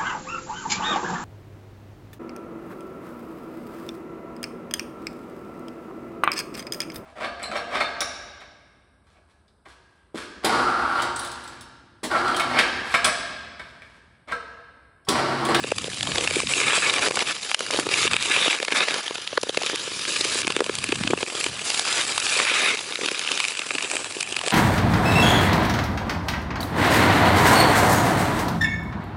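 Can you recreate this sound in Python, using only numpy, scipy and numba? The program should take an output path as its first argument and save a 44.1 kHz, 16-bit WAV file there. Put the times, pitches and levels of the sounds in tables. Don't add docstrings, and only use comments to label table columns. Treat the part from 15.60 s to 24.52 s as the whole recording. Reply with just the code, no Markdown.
import sys
import numpy as np
from scipy import signal
from scipy.fft import rfft, irfft, next_fast_len
from scipy.io import wavfile
from scipy.ndimage import uniform_filter1d, map_coordinates
from numba import njit

SR = 44100
rng = np.random.default_rng(int(sys.argv[2]) if len(sys.argv) > 2 else 0)


def dump(signal):
    limited = np.clip(np.atleast_2d(signal).T, -1, 1)
    pcm = np.round(limited * 32767).astype(np.int16)
    wavfile.write(sys.argv[1], SR, pcm)


N = 393372

# time in seconds, carving level in dB,
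# shaving hiss level in dB, ice sheet rumble level in dB.
COASTING = [(0, -41.5, -42.5, -46), (.35, -36, -38.5, -51.5), (.55, -29.5, -33.5, -39),
            (.85, -36.5, -34.5, -55), (1.3, -31, -31.5, -34), (1.55, -39, -36, -41.5),
            (1.8, -36, -42.5, -52), (2.25, -35.5, -38, -43), (2.6, -31, -30, -41),
            (3.05, -41, -41.5, -47.5), (3.3, -31, -35, -46.5), (3.8, -39, -44.5, -54.5),
            (4.2, -30.5, -34.5, -39.5), (4.45, -34, -35.5, -48.5), (4.95, -35.5, -39.5, -44.5),
            (5.4, -32.5, -38, -44.5), (5.65, -35.5, -39.5, -42), (6.0, -36, -38, -48.5),
            (6.55, -31, -30, -41.5), (7.25, -36.5, -36, -42), (7.75, -30.5, -35, -44.5),
            (8.1, -38, -39.5, -45), (8.7, -37, -40, -46), (8.92, -36.5, -39, -40)]
# start in seconds, length in seconds, carving level in dB,
# hiss level in dB, rumble level in dB (levels at the middle of the stroke).
STROKES = [(0.455, 0.066, -48, -51.5, -36), (0.558, 0.093, -29, -35, -32),
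           (0.732, 0.073, -29, -31.5, -36.5), (0.89, 0.13, -29, -28, -35), (0.996, .05, -25.5, -31.5, -30),
           (1.062, .055, -23.5, -29, -31.5), (1.131, .055, -22.5, -24.5, -33.5),
           (1.211, .04, -27, -32, -48), (1.25, .06, -22.5, -29, -32.5), (1.322, .05, -26, -33, -36),
           (1.375, .02, -27, -34, -28.5), (1.415, 0.065, -22, -26.5, -28.5),
           (1.587, 0.041, -24, -29, -33.5), (1.663, 0.062, -24.5, -31, -37.5),
           (1.735, .09, -39.5, -41, -59), (1.843, 0.095, -36, -35.5, -53.5),
           (2.004, 0.037, -29, -34.5, -35), (2.117, 0.1, -27, -30.5, -32.5), (2.309, .085, -25.5, -28, -34),
           (2.384, .08, -24, -25.5, -36), (2.629, 0.048, -37.5, -33, -55), (2.709, .08, -21, -28, -31.5),
           (2.79, .095, -21.5, -27.5, -33.5), (2.896, .025, -21, -25, -36.5), (2.925, .025, -23, -30, -34),
           (2.953, 0.022, -33, -36, -36), (3.117, .014, -23, -31, -33), (3.149, .04, -21.5, -24.5, -31),
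           (3.199, .04, -20.5, -31, -30.5), (3.274, .05, -28, -33, -36), (3.349, .05, -28, -33, -35),
           (4.014, 0.1, -33, -36.5, -47), (4.471, .13, -29.5, -29, -38.5), (4.614, .2, -27.5, -28, -37),
           (5.751, 0.14, -31.5, -34.5, -44), (5.9, .09, -37, -58, -47), (6.047, 0.18, -27.5, -27.5, -42),
           (6.259, .17, -24.5, -28.5, -38), (6.484, 0.038, -32.5, -36, -38), (6.641, 0.2, -30, -27, -44),
           (6.715, 0.04, -26, -29, -41), (6.785, .05, -24, -38, -30), (6.87, .055, -22.5, -31, -40),
           (6.938, .07, -21.5, -26.5, -34.5), (7.018, .095, -21.5, -27.5, -34),
           (7.11, 0.04, -27, -36, -33.5), (7.675, 0.056, -31.5, -36, -44), (7.798, 0.12, -32.5, -33.5, -42),
           (8.195, .07, -34, -45, -45.5), (8.297, 0.096, -36, -36, -38.5), (8.864, 0.095, -30, -33, -42)]
# onset in seconds, level in dB, treble over body in dB, pitch in Hz,
# nominal length in seconds.
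LOUD_CHIPS = [(0.039, -16.5, -21.5, 1630, 0.00085), (0.1176, -12, -7.5, 2560, 0.0013),
              (0.183, -12.5, -3, 2840, 0.0019), (0.242, -15.5, -8, 3480, 0.0011),
              (0.373, -21.5, -14.5, 3750, 0.0012), (0.384, -18, -10, 2980, 0.001),
              (0.407, -12, -9.5, 3450, 0.0023), (0.4293, -8.5, -6, 3390, 0.002),
              (0.454, -18, -14, 1300, 0.0014), (0.472, -8.5, -11.5, 3000, 0.0007),
              (0.5184, -9, -20, 3920, 0.0012), (0.557, -8.5, -9, 2320, 0.0012),
              (0.5823, -5, -7.5, 3280, 0.0016), (0.61, -8.5, -14, 2560, 0.0011),
              (0.664, -16, -14, 2600, 0.001), (0.675, -1, -16, 2600, 0.00078),
              (0.7087, -9, -6, 2350, 0.0011), (0.738, -14, -8, 2870, 0.0011),
              (0.802, -8.5, -6, 1090, 0.0015), (0.831, -18, -8, 2600, 0.0017),
              (0.871, -13, -16, 3700, 0.0015), (0.937, -3.5, -17, 2550, 0.0011),
              (1.002, -7, -14, 2275, 0.00076), (1.0335, -4.5, -18, 2490, 0.00065),
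              (1.122, -8, -12.5, 2470, 0.00099), (1.338, -10.5, -2.5, 2196, 0.0013),
              (1.383, -10, -9, 2690, 0.0013), (1.484, -8.5, -3, 2500, 0.00076),
              (1.509, -9, -12, 1144, 0.0012), (1.52, -14, -10, 2600, 0.001), (1.556, -13, 0, 2480, 0.0012),
              (1.571, -5.5, -18, 1280, 0.00092), (1.5913, -5, -7, 2510, 0.0013),
              (1.765, -17.5, -17, 3496, 0.0012), (1.831, -18.5, -3, 4340, 0.0017),
              (1.895, -14, -18, 3160, 0.00098), (1.915, -2, -16, 2700, 0.00072),
              (1.945, 3.5, -9.5, 2630, 0.00056), (1.9929, -10.5, -3, 3460, 0.00067),
              (2.006, -7, -9, 1513, 0.00072), (2.064, -11.5, -6.5, 1690, 0.00057),
              (2.1085, -8.5, -3, 2730, 0.00095), (2.137, -8, -14, 2220, 0.001),
              (2.1616, -7.5, -10, 3800, 0.00083), (2.174, -7.5, -5, 3720, 0.00089),
              (2.1975, -4.5, -4, 1660, 0.0017), (2.27, -20, -2, 1100, 0.0013),
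              (2.29, -11, -6, 2250, 0.00085), (2.34, -2.5, -16, 2640, 0.0015),
              (2.43, -9, -7.5, 3760, 0.0015), (2.47, -8, -14, 2500, 0.00054),
              (2.477, -4.5, -14, 2610, 0.0012), (2.512, -9, -9, 2520, 0.00061),
              (2.5336, -5, -8, 2510, 0.00057), (2.541, -8, -12, 2800, 0.001),
              (2.565, -4.5, -5.5, 2590, 0.00061), (2.587, -17, -16, 2600, 0.0007),
              (2.625, -13, 4, 3800, 0.00035), (2.714, -11, -28, 2430, 0.00076),
              (2.764, -4, -22, 2577, 0.001), (2.9077, -4.5, -22, 2460, 0.0012),
              (2.929, -3.5, -24, 2444, 0.00086), (2.987, -16.5, -8, 2400, 0.001),
              (3.001, -14, -7, 2316, 0.00094), (3.028, -10.5, -5.5, 2240, 0.00054),
              (3.049, -12.5, -2, 2470, 0.0012), (3.082, -9.5, -16, 2070, 0.0009),
              (3.1057, -15.5, -10, 1930, 0.00079), (3.1224, -5.5, -24, 2450, 0.0014),
              (3.16, -6, -27, 1900, 0.001), (3.205, -4, -30.5, 2423, 0.00086),
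              (3.284, -8, -24, 2080, 0.0012), (3.308, -9, -14, 1336, 0.00086), (3.342, -9, -4, 1990, 0.001),
              (3.4794, -10, -17, 3140, 0.00083), (3.508, -14.5, -19, 1075, 0.001),
              (3.561, -21, -14, 3000, 0.0012), (3.581, -15, -15, 2800, 0.001),
              (3.675, -8.5, -12, 3850, 0.00076), (3.7275, -20, -18, 3800, 0.00093),
              (3.7756, -5, -15.5, 1710, 0.0013), (3.8142, -23.5, 6, 3640, 0.00086),
              (3.832, -11.5, -2.5, 2330, 0.0011), (3.8931, -8.5, -11, 3580, 0.00082),
              (3.946, -13, -11, 3880, 0.00091), (3.973, -2.5, -12, 2330, 0.0014),
              (4.021, -12, -8, 2490, 0.0018), (4.033, -8.5, -10, 2800, 0.0011),
              (4.063, -6, -7.5, 2450, 0.00093), (4.069, -9, -10, 3500, 0.0008),
              (4.097, -10, -20, 1760, 0.0015), (4.158, -10.5, -4.5, 3100, 0.0012),
              (4.452, -10.5, -18, 2653, 0.0009), (4.564, -8.5, -13, 2330, 0.001),
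              (4.609, -9, -5, 4000, 0.0037), (4.647, -8.5, -5, 2460, 0.0046),
              (4.788, -10, -3, 2500, 0.0012), (4.817, -11.5, -5, 2495, 0.0014),
              (4.847, -13, -15, 2876, 0.0015), (4.8705, -7.5, -8, 2190, 0.0014),
              (4.878, -5, -9, 2500, 0.001), (4.9043, -7, -10, 2780, 0.0017), (4.922, -10, -8, 2600, 0.001),
              (4.9644, -6.5, -10.5, 3020, 0.0014), (4.992, -14, -14, 3320, 0.001),
              (5.005, -5.5, -11, 1420, 0.0006), (5.0424, -13, -4, 2820, 0.00075),
              (5.063, -13, -9, 2430, 0.001), (5.0944, -8.5, -18, 1010, 0.00067),
              (5.153, -16, 2.5, 2600, 0.00068), (5.1856, -15, -1.5, 3140, 0.0012),
              (5.241, -4, -5, 2520, 0.00024), (5.2894, -14, -7, 2670, 0.0019),
              (5.3226, -4.5, -17, 2960, 0.0022), (5.357, -12.5, -7.5, 2970, 0.0023),
              (5.436, -8.5, -16.5, 2100, 0.0013), (5.475, -5.5, -16, 2640, 0.0022),
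              (5.5067, -7, -11, 2120, 0.0014), (5.539, -12, -14, 1024, 0.00064),
              (5.575, -9.5, -18, 2650, 0.00095), (5.587, -15, -16, 2500, 0.0007),
              (5.6281, -5.5, -16.5, 2940, 0.00062), (5.664, -13, -23, 2350, 0.001),
              (5.7, -13, -18, 2360, 0.00095), (5.8105, -7, -12, 2590, 0.0019),
              (5.842, -5, -8, 2640, 0.0014), (5.864, -4.5, -15, 2580, 0.00093),
              (5.9925, -12, -13, 2360, 0.00099), (6.102, -9, -2, 2840, 0.00092),
              (6.144, -7.5, -6, 3750, 0.00077), (6.1753, -11, -5, 2764, 0.00086),
              (6.1943, -4.5, -4, 3640, 0.00067), (6.251, -13.5, -4, 1374, 0.00078),
              (6.327, -8, -3, 3670, 0.00085), (6.421, -14, -17, 2300, 0.00077),
              (6.493, -12.5, -17, 2773, 0.0011), (6.579, -6.5, -5, 2860, 0.00076),
              (6.6, -13, 5, 2450, 0.00077), (6.667, -8, -10, 2640, 0.00077),
              (6.724, -14, -8, 2516, 0.00082), (6.791, -7.5, -16, 2260, 0.0017),
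              (6.8, -3, -16, 2200, 0.00062), (6.851, -9, -12, 2636, 0.00074),
              (6.87, -10, -20, 2650, 0.0011), (6.898, -9, -23, 2230, 0.00077),
              (6.997, -11, -14, 2400, 0.00089), (7.103, -11, -18, 2510, 0.00085),
              (7.172, -15, -13, 2507, 0.00086), (7.191, -13.5, -16, 3700, 0.0011),
              (7.323, -14.5, -23.5, 3760, 0.0012), (7.356, -11.5, -11, 3620, 0.0014),
              (7.372, -17, -12, 2800, 0.001), (7.413, -13.5, -16, 2390, 0.00091),
              (7.447, -15, -6, 2620, 0.00096), (7.46, -9, -5.5, 3090, 0.0023),
              (7.4855, -4, -17, 2460, 0.0011), (7.514, -9, -6, 2680, 0.0011),
              (7.546, -11, -15.5, 2510, 0.001), (7.593, -9.5, -3, 2710, 0.00085),
              (7.614, -12, -14, 2300, 0.001), (7.648, -15, -25, 2780, 0.001),
              (7.675, -5.5, -24, 2530, 0.00076), (7.689, -6, -16, 2600, 0.0007),
              (7.717, -3, -8.5, 3280, 0.00049), (7.761, -18, -13, 2550, 0.0011),
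              (7.775, -10, -7, 3330, 0.0011), (7.802, -2, -10, 2680, 0.00065),
              (7.81, -15, -12, 2600, 0.001), (7.835, -18, -13, 2600, 0.001),
              (7.8415, -6.5, -15, 2330, 0.0011), (7.85, -4.5, -10, 2500, 0.0009),
              (7.883, -8, -5, 2690, 0.00055), (7.907, -15, -12, 2500, 0.001),
              (7.92, -15, -10, 2200, 0.0007), (7.951, -18, -10, 2600, 0.0015),
              (7.9715, -16.5, -15, 2860, 0.001), (7.992, -9, -11, 2640, 0.0011),
              (8.018, -11, -17, 2680, 0.00089), (8.107, -7.5, -26, 2300, 0.00079),
              (8.151, -10.5, -12, 2960, 0.0017), (8.1834, -8.5, -15, 2400, 0.00098),
              (8.207, -13, -15, 2480, 0.00075), (8.2252, -14, -3.5, 2630, 0.0014),
              (8.245, -14, -16, 2740, 0.00083), (8.3, -14, -7, 2700, 0.00074),
              (8.314, -10.5, -5.5, 2630, 0.001), (8.355, -11.5, -4, 2600, 0.0006),
              (8.3669, -7.5, -9, 2550, 0.00093), (8.4445, -14.5, -4, 3170, 0.00039),
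              (8.523, -22, -1, 3870, 0.001), (8.568, -19.5, -14, 2660, 0.0012),
              (8.607, -12.5, -2, 2700, 0.0022), (8.628, -10, -5, 2290, 0.0014),
              (8.674, -16, -14, 2350, 0.0012), (8.7, -22, -12, 2760, 0.00068),
              (8.7244, -10.5, -8, 2920, 0.00076), (8.743, -15, -15, 2790, 0.0011),
              (8.7655, -5, -11, 2600, 0.0012), (8.7903, -10.5, -11, 3060, 0.0012),
              (8.813, -12.5, -10, 1040, 0.0012), (8.837, -14, -9, 2520, 0.00085),
              (8.863, -10, -9, 2490, 0.00076), (8.8824, -4, -6, 2690, 0.00078),
              (8.9057, -4, -7, 3620, 0.00091)]
# onset in seconds, level in dB, pitch in Hz, knock over swing in dB.
JOLTS = [(0.042, -18, 444, 0), (0.118, -11, 510, 0.5), (0.242, -24.5, 441, -2), (0.279, -21.5, 465, -9),
         (0.583, -18.5, 433, 2), (0.709, -19, 482, -10), (0.765, -8.5, 373, -11), (0.832, -20, 440, -5),
         (0.966, -17, 413, -2), (1.13, -17, 500, -5), (1.177, -13, 580, -8), (1.463, -16.5, 480, -3),
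         (1.473, -15, 480, -2.5), (1.482, -16, 482, -3), (1.507, -15.5, 494, -4), (1.572, -17, 383, 11.5),
         (1.62, -19, 457, 12), (2.005, -19.5, 497, 2), (2.103, -22, 647, 10), (2.143, -14.5, 494, 1),
         (2.187, -12, 328, 11), (2.265, -14.5, 390, 3.5), (2.288, -19, 425, -1), (2.451, -11.5, 404, -6),
         (2.54, -18.5, 420, -1), (2.701, -17.5, 394, 7.5), (2.771, -17, 450, -3), (2.859, -12, 570, -5),
         (2.878, -15.5, 354.3, 12), (2.999, -20, 427, 3), (3.027, -16.5, 537, -15), (3.081, -22, 490, -7.5),
         (3.12, -20, 365, 0), (3.136, -22, 300, -5), (3.281, -19, 520, -11), (3.34, -23, 378, 0.5),
         (3.36, -20.5, 510, 7), (3.507, -21.5, 418, 1), (3.584, -30, 432, 1), (3.728, -22, 541, 0),
         (3.776, -6.5, 498, 4.5), (3.832, -17, 486, 1), (3.867, -29, 435, 4), (3.893, -16, 473, -3.5),
         (3.972, -12, 473, -9), (4.015, -16.5, 717, -4.5), (4.035, -21, 450, -5), (4.06, -24, 490, -10),
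         (4.095, -23, 406, -1), (4.13, -23, 377, 6), (4.139, -20, 403, -3), (4.275, -28, 463, 6),
         (4.315, -29.5, 333, 7), (4.607, -20, 387, -8), (4.65, -18, 391, 3), (4.754, -17, 408, -1),
         (4.847, -22.5, 324, 1), (4.874, -20, 297, 11.5), (4.9, -19.5, 401, 9), (4.964, -13, 384, -9),
         (4.991, -21, 397, -8), (5.004, -7.5, 430, 3.5), (5.017, -9.5, 450, -9), (5.063, -26, 514, -4),
         (5.094, -12, 410, -13), (5.291, -16, 282, -12), (5.324, -9, 377, 0.5), (5.382, -27, 221, -8),
         (5.408, -16, 197, 2.5), (5.447, -16, 262, -4.5), (5.471, -20, 251, 11), (5.501, -13.5, 366, -3),
         (5.507, -15, 407, -9), (5.526, -20, 252, -13), (5.532, -6, 392, 5.5), (5.575, -21, 404, -1.5),
         (5.628, -18, 407, 6.5), (5.862, -19, 354, 2), (6.764, -17, 480.6, -2), (7.142, -20.5, 398, -3),
         (7.388, -22.5, 486, -4), (7.412, -29, 375, -8), (7.457, -23, 330, -6), (7.515, -20.5, 410, 0),
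         (7.711, -25.5, 416, 10), (8.108, -25, 410, -8.5), (8.149, -21, 353, -5), (8.246, -25, 400, -2.5),
         (8.565, -22, 382, -6), (8.721, -27, 374, -5)]
# centre in Hz, width in Hz, gain in dB.
BLADE_MODES = [(1320, 970, -7.5), (1720, 91, -9), (2472, 565, 1), (3610, 250, -15.5)]
# frequency in Hz, relative density in dB per Hz.
CARVE_SPECTRUM = [(290, -42), (500, -4.5), (1100, -7.5), (1220, -1.5), (1570, -2.5), (2480, -1), (3840, 1),
                  (4080, 0), (4350, -7.5), (6000, -2), (7800, -64), (13200, -120)]
# frequency in Hz, relative density in dB per Hz.
HISS_SPECTRUM = [(2470, -20.5), (4200, -2), (4800, 3), (5430, -2.5), (6340, -2.5), (7420, -1), (8730, -6),
                 (10100, -4.5), (10800, -7), (14100, -9.5), (22000, -120)]
# frequency in Hz, relative density in dB per Hz.
SHEET_SPECTRUM = [(15, -56), (25, -52), (87, -14.5), (253, 0), (374, 4), (477, 3.5), (618, -1), (775, -5.5),
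                  (988, -3), (1200, 0), (1560, -54), (2640, -120)]
# frequency in Hz, relative density in dB per Hz.
CHIP_SPECTRUM = [(300, -3.5), (900, 0), (2000, -0.5), (4500, -1), (7000, -11), (11000, -52)]
# centre in Hz, spread (one sigma) in Hz.
RING_REGIONS = [(8230, 720), (2484, 360), (1530, 590), (2150, 210), (3700, 270), (740, 108)]
# time in seconds, then the gain of each region above in dB.
LEAN_GAINS = [(0, 2, 3.5, 2, -4.5, 4, -2), (.4, 2, -10, -2, 2.5, 0, 4.5), (.9, 4, 0, 0.5, 2, 0.5, 0.5),
              (1.15, 6.5, 3.5, 7, -2, 5, -2), (1.4, 1.5, -4, 3, 1.5, 0, 4), (2.1, -3, -8.5, -4, 1, -2.5, 2),
              (2.6, 4, 2.5, 7.5, 1, 8.5, -1), (2.9, 1, -2.5, 1.5, 1.5, 5, 0),
              (3.2, -1.5, -6, 3.5, 4.5, 0, 5.5), (3.6, -5, -10, -1, 0, -1.5, 2),
              (4.3, -2.5, -4.5, -1.5, 0.5, 0.5, -6), (5.0, 3, -4.5, 0, 0.5, 0, -1),
              (5.7, 4, -5.5, -2.5, 1, -2, -0.5), (6.1, 1.5, -6.5, -0.5, 1, -1, 5),
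              (6.8, 4, -0.5, 5.5, -1, 4, 2.5), (7.079, 1, 0, 2.5, 5, 2.5, 1),
              (7.5, -3, -5.5, 0, 1, 0.5, -2), (8.2, 7, -0.5, 2, -0.5, 0, 2),
              (8.92, 4.5, -3.5, -0.5, -1.5, -2.5, 7.5)]
# time in seconds, level in dB.
BUFFETING = [(0.0, -54), (0.02, -36.5), (0.37, -43), (0.42, -34), (0.47, -35), (0.55, -34.5), (1.54, -44),
             (1.96, -60), (2.18, -42.5), (2.61, -34), (2.63, -49), (2.78, -40), (2.98, -62), (5.29, -39.5),
             (5.54, -32.5), (5.66, -60), (5.91, -39), (6.04, -48), (6.56, -49), (7.57, -57), (8.85, -48),
             (8.92, -62)]

BITE_S, RELEASE_S = 0.009, 0.0055
SWELL_DB = 2.5
LEAD = 400
CRACK_RISE_S, THUD_RISE_S = 0.001006, 0.00295
CRACK_FOCUS, CRACK_FOCUS_DB = 0.21, 7.5
RAGGED_DB, SPLINTER = 4, 12
MIDDLE_DB = -30
CRUMBS, CRUMB_DB, CRUMB_SPREAD_DB = 1100, -23, 0.5
CRUMB_GROWS, CRUMB_CROWD = 0.63, 0.8
CRUMB_TREBLE_DB, CRUMB_HZ = -15.5, 2520
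CRUMB_S, CRUMB_LOG_SPREAD = 0.00073, 0.77
CRUMB_CLEAR_S = 0.007
TOP_HZ = 10960


def effort():
    t = np.arange(N) / SR
    power = amp(curves(COASTING)) ** 2
    for s, length, *db in STROKES:
        near = slice(max(round((s - .1) * SR), 0), round((s + length + .1) * SR))
        since = t[near] - s
        rise = (1 + np.tanh(since / BITE_S)) / 2
        release = (1 - np.tanh((since - length) / RELEASE_S)) / 2
        swell_db = SWELL_DB * np.clip(since / length - .5, -1, 1)
        power[:, near] += rise * release * amp(np.add.outer(db, swell_db)) ** 2
    return 10 * np.log10(power)


def glide(carve_db, hiss_db, sheet_db):
    steady = np.clip((carve_db + 36.5) / 14, 0, 1)
    judder = np.tanh(.5 * wobble(30)) + 1.2 * wobble(110) + 2.1 * chatter(80, width=0.0017) - .5
    bite = (1 - 0.86 * steady) * judder

    chips = patchy(grit(500, spread_db=2.5, life=0.0013, share=0.45), depth_db=2.8)
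    carve = unit(filtered(chips, lambda f: colour(CARVE_SPECTRUM)(f) * blade(f)))
    shavings = patchy(grit(800, spread_db=-5.5, life=0.00025, share=0.34), depth_db=2.5)
    hiss = unit(filtered(shavings, colour(HISS_SPECTRUM)))
    lumps = grit(200, spread_db=3, life=0.0023, share=0.45)
    sheet = unit(filtered(lumps, colour(SHEET_SPECTRUM)))

    scrape = amp(carve_db + 2.0 * bite) * carve
    shaving = amp(hiss_db + 1.67 * bite) * hiss
    rumble = amp(sheet_db + 3.8 * bite) * sheet
    return scrape + shaving + rumble


def grit(rate, spread_db, life, share):
    hits = (rng.random(N) < rate / SR) * amp(spread_db * np.minimum(rng.exponential(size=N), 2.6))
    puffs = signal.lfilter([1], [1, -np.exp(-1 / (life * SR))], hits)
    share = np.clip(share, 0, 1)
    return rng.standard_normal(N) * np.sqrt(1 - share + share * unit(puffs) ** 2)


def chatter(rate, width):
    skips = (rng.random(N) < rate / SR) * rng.random(N)
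    t = np.arange(-400, 401) / SR
    return signal.fftconvolve(skips, np.exp(-(t / width) ** 2 / 2), mode="same")


def patchy(x, depth_db):
    spectrum = signal.stft(x, nperseg=512)[2]
    field = uniform_filter1d(rng.standard_normal(spectrum.shape), size=3, axis=0)
    field = uniform_filter1d(field, size=7, axis=1)
    return signal.istft(spectrum * amp(depth_db * unit(field)), nperseg=512)[1][:N]


def blade(f):
    ring = sum(amp(db) * 1j * f * w / (c * c - f * f + 1j * f * w) for c, w, db in BLADE_MODES)
    return amp(-25.0) + ring


def cracks(carve_db):
    out = np.zeros(N + SR)
    t = (np.arange(2048) - LEAD) / SR
    f = np.fft.rfftfreq(2048, 1 / SR)
    s, db, treble_db, hz, length = np.vstack([crumbs(carve_db), LOUD_CHIPS]).T[..., None]

    u = t / np.clip(length, .0003, .006) / np.where(t < 0, 1.05, .85)
    main = 0.26 * np.exp(-u ** 2 / 2)
    snap = 0.31 * np.exp(-np.abs(t) / 0.00007)
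    creak_and_crumble = 0.12 * np.exp(-np.abs(t) / np.where(t < 0, .0022, .0035))
    smooth = main + snap + creak_and_crumble
    steps = np.repeat(rng.standard_normal((len(s), len(t) // 32)), 32, axis=1)
    splinters = uniform_filter1d(steps, size=SPLINTER, axis=1)
    burst = smooth * amp(RAGGED_DB * splinters)

    noise = rfft(burst[:, None] * rng.standard_normal((len(s), 2, len(t))))
    focus = amp(CRACK_FOCUS_DB * np.exp(-(np.log((f + 1) / hz) / CRACK_FOCUS) ** 2))
    body = irfft(noise[:, 0] * colour(CHIP_SPECTRUM)(f) * blade(f) * focus)
    treble = irfft(noise[:, 1] * colour(HISS_SPECTRUM)(f))

    def sized(x):
        return x / np.sqrt(np.sum(x ** 2, axis=1, keepdims=True) / np.sum(smooth ** 2, axis=1, keepdims=True))

    sounds = amp(db) * (sized(body) + amp(treble_db) * sized(treble))
    for at, sound in zip(s[:, 0], sounds):
        add(out, at + CRACK_RISE_S, sound)
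    return out[LEAD:][:N]


def crumbs(carve_db):
    place = rng.random(CRUMBS)
    size, tint, pitch, long = rng.standard_normal((4, CRUMBS))
    crowd = np.cumsum(amp(CRUMB_CROWD * carve_db))
    s = np.interp((np.arange(CRUMBS) + place) / CRUMBS, crowd / crowd[-1], np.arange(N) / SR)
    bite_db = carve_db[(s * SR).astype(int)] - MIDDLE_DB
    db = CRUMB_DB + CRUMB_GROWS * bite_db + CRUMB_SPREAD_DB * np.minimum(size, 1)
    treble_db = CRUMB_TREBLE_DB + 4 * tint
    hz = CRUMB_HZ * np.exp(.3 * pitch)
    rows = np.transpose([s, db, treble_db, hz, CRUMB_S * np.exp(CRUMB_LOG_SPREAD * long)])
    free = np.abs(s[:, None] - np.array(LOUD_CHIPS)[:, 0]).min(axis=1) > CRUMB_CLEAR_S
    rows[~free, 1] = -120
    return rows


def lean(x):
    parts = [filtered(x, lambda f: np.exp(-((f - hz) / width) ** 2 / 2)) for hz, width in RING_REGIONS]
    return x + sum((amp(db) - 1) * part for db, part in zip(curves(LEAN_GAINS), parts))


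def thuds():
    out = np.zeros(N + SR)
    t = (np.arange(1400) - LEAD) / SR
    for (s, db, hz, edge_db), phase in zip(JOLTS, rng.random((len(JOLTS), 2))):
        fade = np.where(t < 0, (t * hz / 0.62) ** 2, (np.abs(t) * hz / 1.05) ** 1.37)
        swing = np.exp(-fade) * np.sin(2 * np.pi * (hz * t + phase[0]))
        knock = np.exp(-(t / 0.00029) ** 2) * np.sin(2 * np.pi * (1.7 * hz * t + phase[1]))
        add(out, s + THUD_RISE_S, amp(db) * (swing + amp(edge_db) * knock))
    return filtered(out[LEAD:][:N], lambda f: (1j * f / (90 + 1j * f)) ** 2)


def wind():
    tone = colour([(30, -11.5), (60, -8.5), (110, -6.0), (180, -10.0), (300, -16.0), (800, -76)])
    low = filtered(rng.standard_normal(N), tone)
    lumps_db = 2.5 * np.tanh(wobble(12))
    return amp(curves(BUFFETING)[0] + lumps_db) * unit(low)


def amp(db):
    return 10 ** (np.asarray(db) / 20)


def unit(x):
    return x / np.sqrt(np.mean(x ** 2) + 1e-20)


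def curves(rows):
    s, *cols = np.transpose(rows)
    return [np.interp(np.arange(N) / SR, s, c) for c in cols]


def wobble(rate):
    knots = rng.standard_normal(int(N * rate / SR) + 4)
    return map_coordinates(knots, [np.arange(N) * rate / SR])


def filtered(x, response):
    m = next_fast_len(N + SR // 2)
    return irfft(rfft(x, m) * response(np.fft.rfftfreq(m, 1 / SR)), m)[..., :N]


def colour(points):
    f, v = np.transpose(points)
    return lambda hz: amp(np.interp(np.log(hz + 1), np.log(f + 1), v))


def add(track, s, sound):
    track[round(s * SR):][:len(sound)] += sound


def scene():
    levels_db = effort()
    blades = lean(glide(*levels_db) + cracks(levels_db[0]))
    return (blades + thuds() + wind())[None]


@njit
def follow(x, fall):
    out, level = np.empty_like(x), 0.0
    for i in range(len(x)):
        level = max(abs(x[i]), level * fall)
        out[i] = level
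    return out


def record(dry):
    thin = filtered(dry, lambda hz: (1j * hz / (70 + 1j * hz)) ** 2)
    level = follow(thin[0], np.exp(-1 / (0.029 * SR)))
    delayed = np.pad(level, (130, 0))[:N]
    late = signal.lfilter([1 / (0.0047 * SR)], [1, 1 / (0.004 * SR) - 1], delayed)
    ducked = thin * amp(2.0) / (1 + (late / 0.42) ** 1.17)
    clipped = ducked / (1 + np.abs(ducked / .7) ** 6) ** (1 / 6)
    return filtered(clipped, lambda hz: (hz < TOP_HZ) * 1j * hz / (60 + 1j * hz))


dry = scene()
out = record(dry)
dump(out)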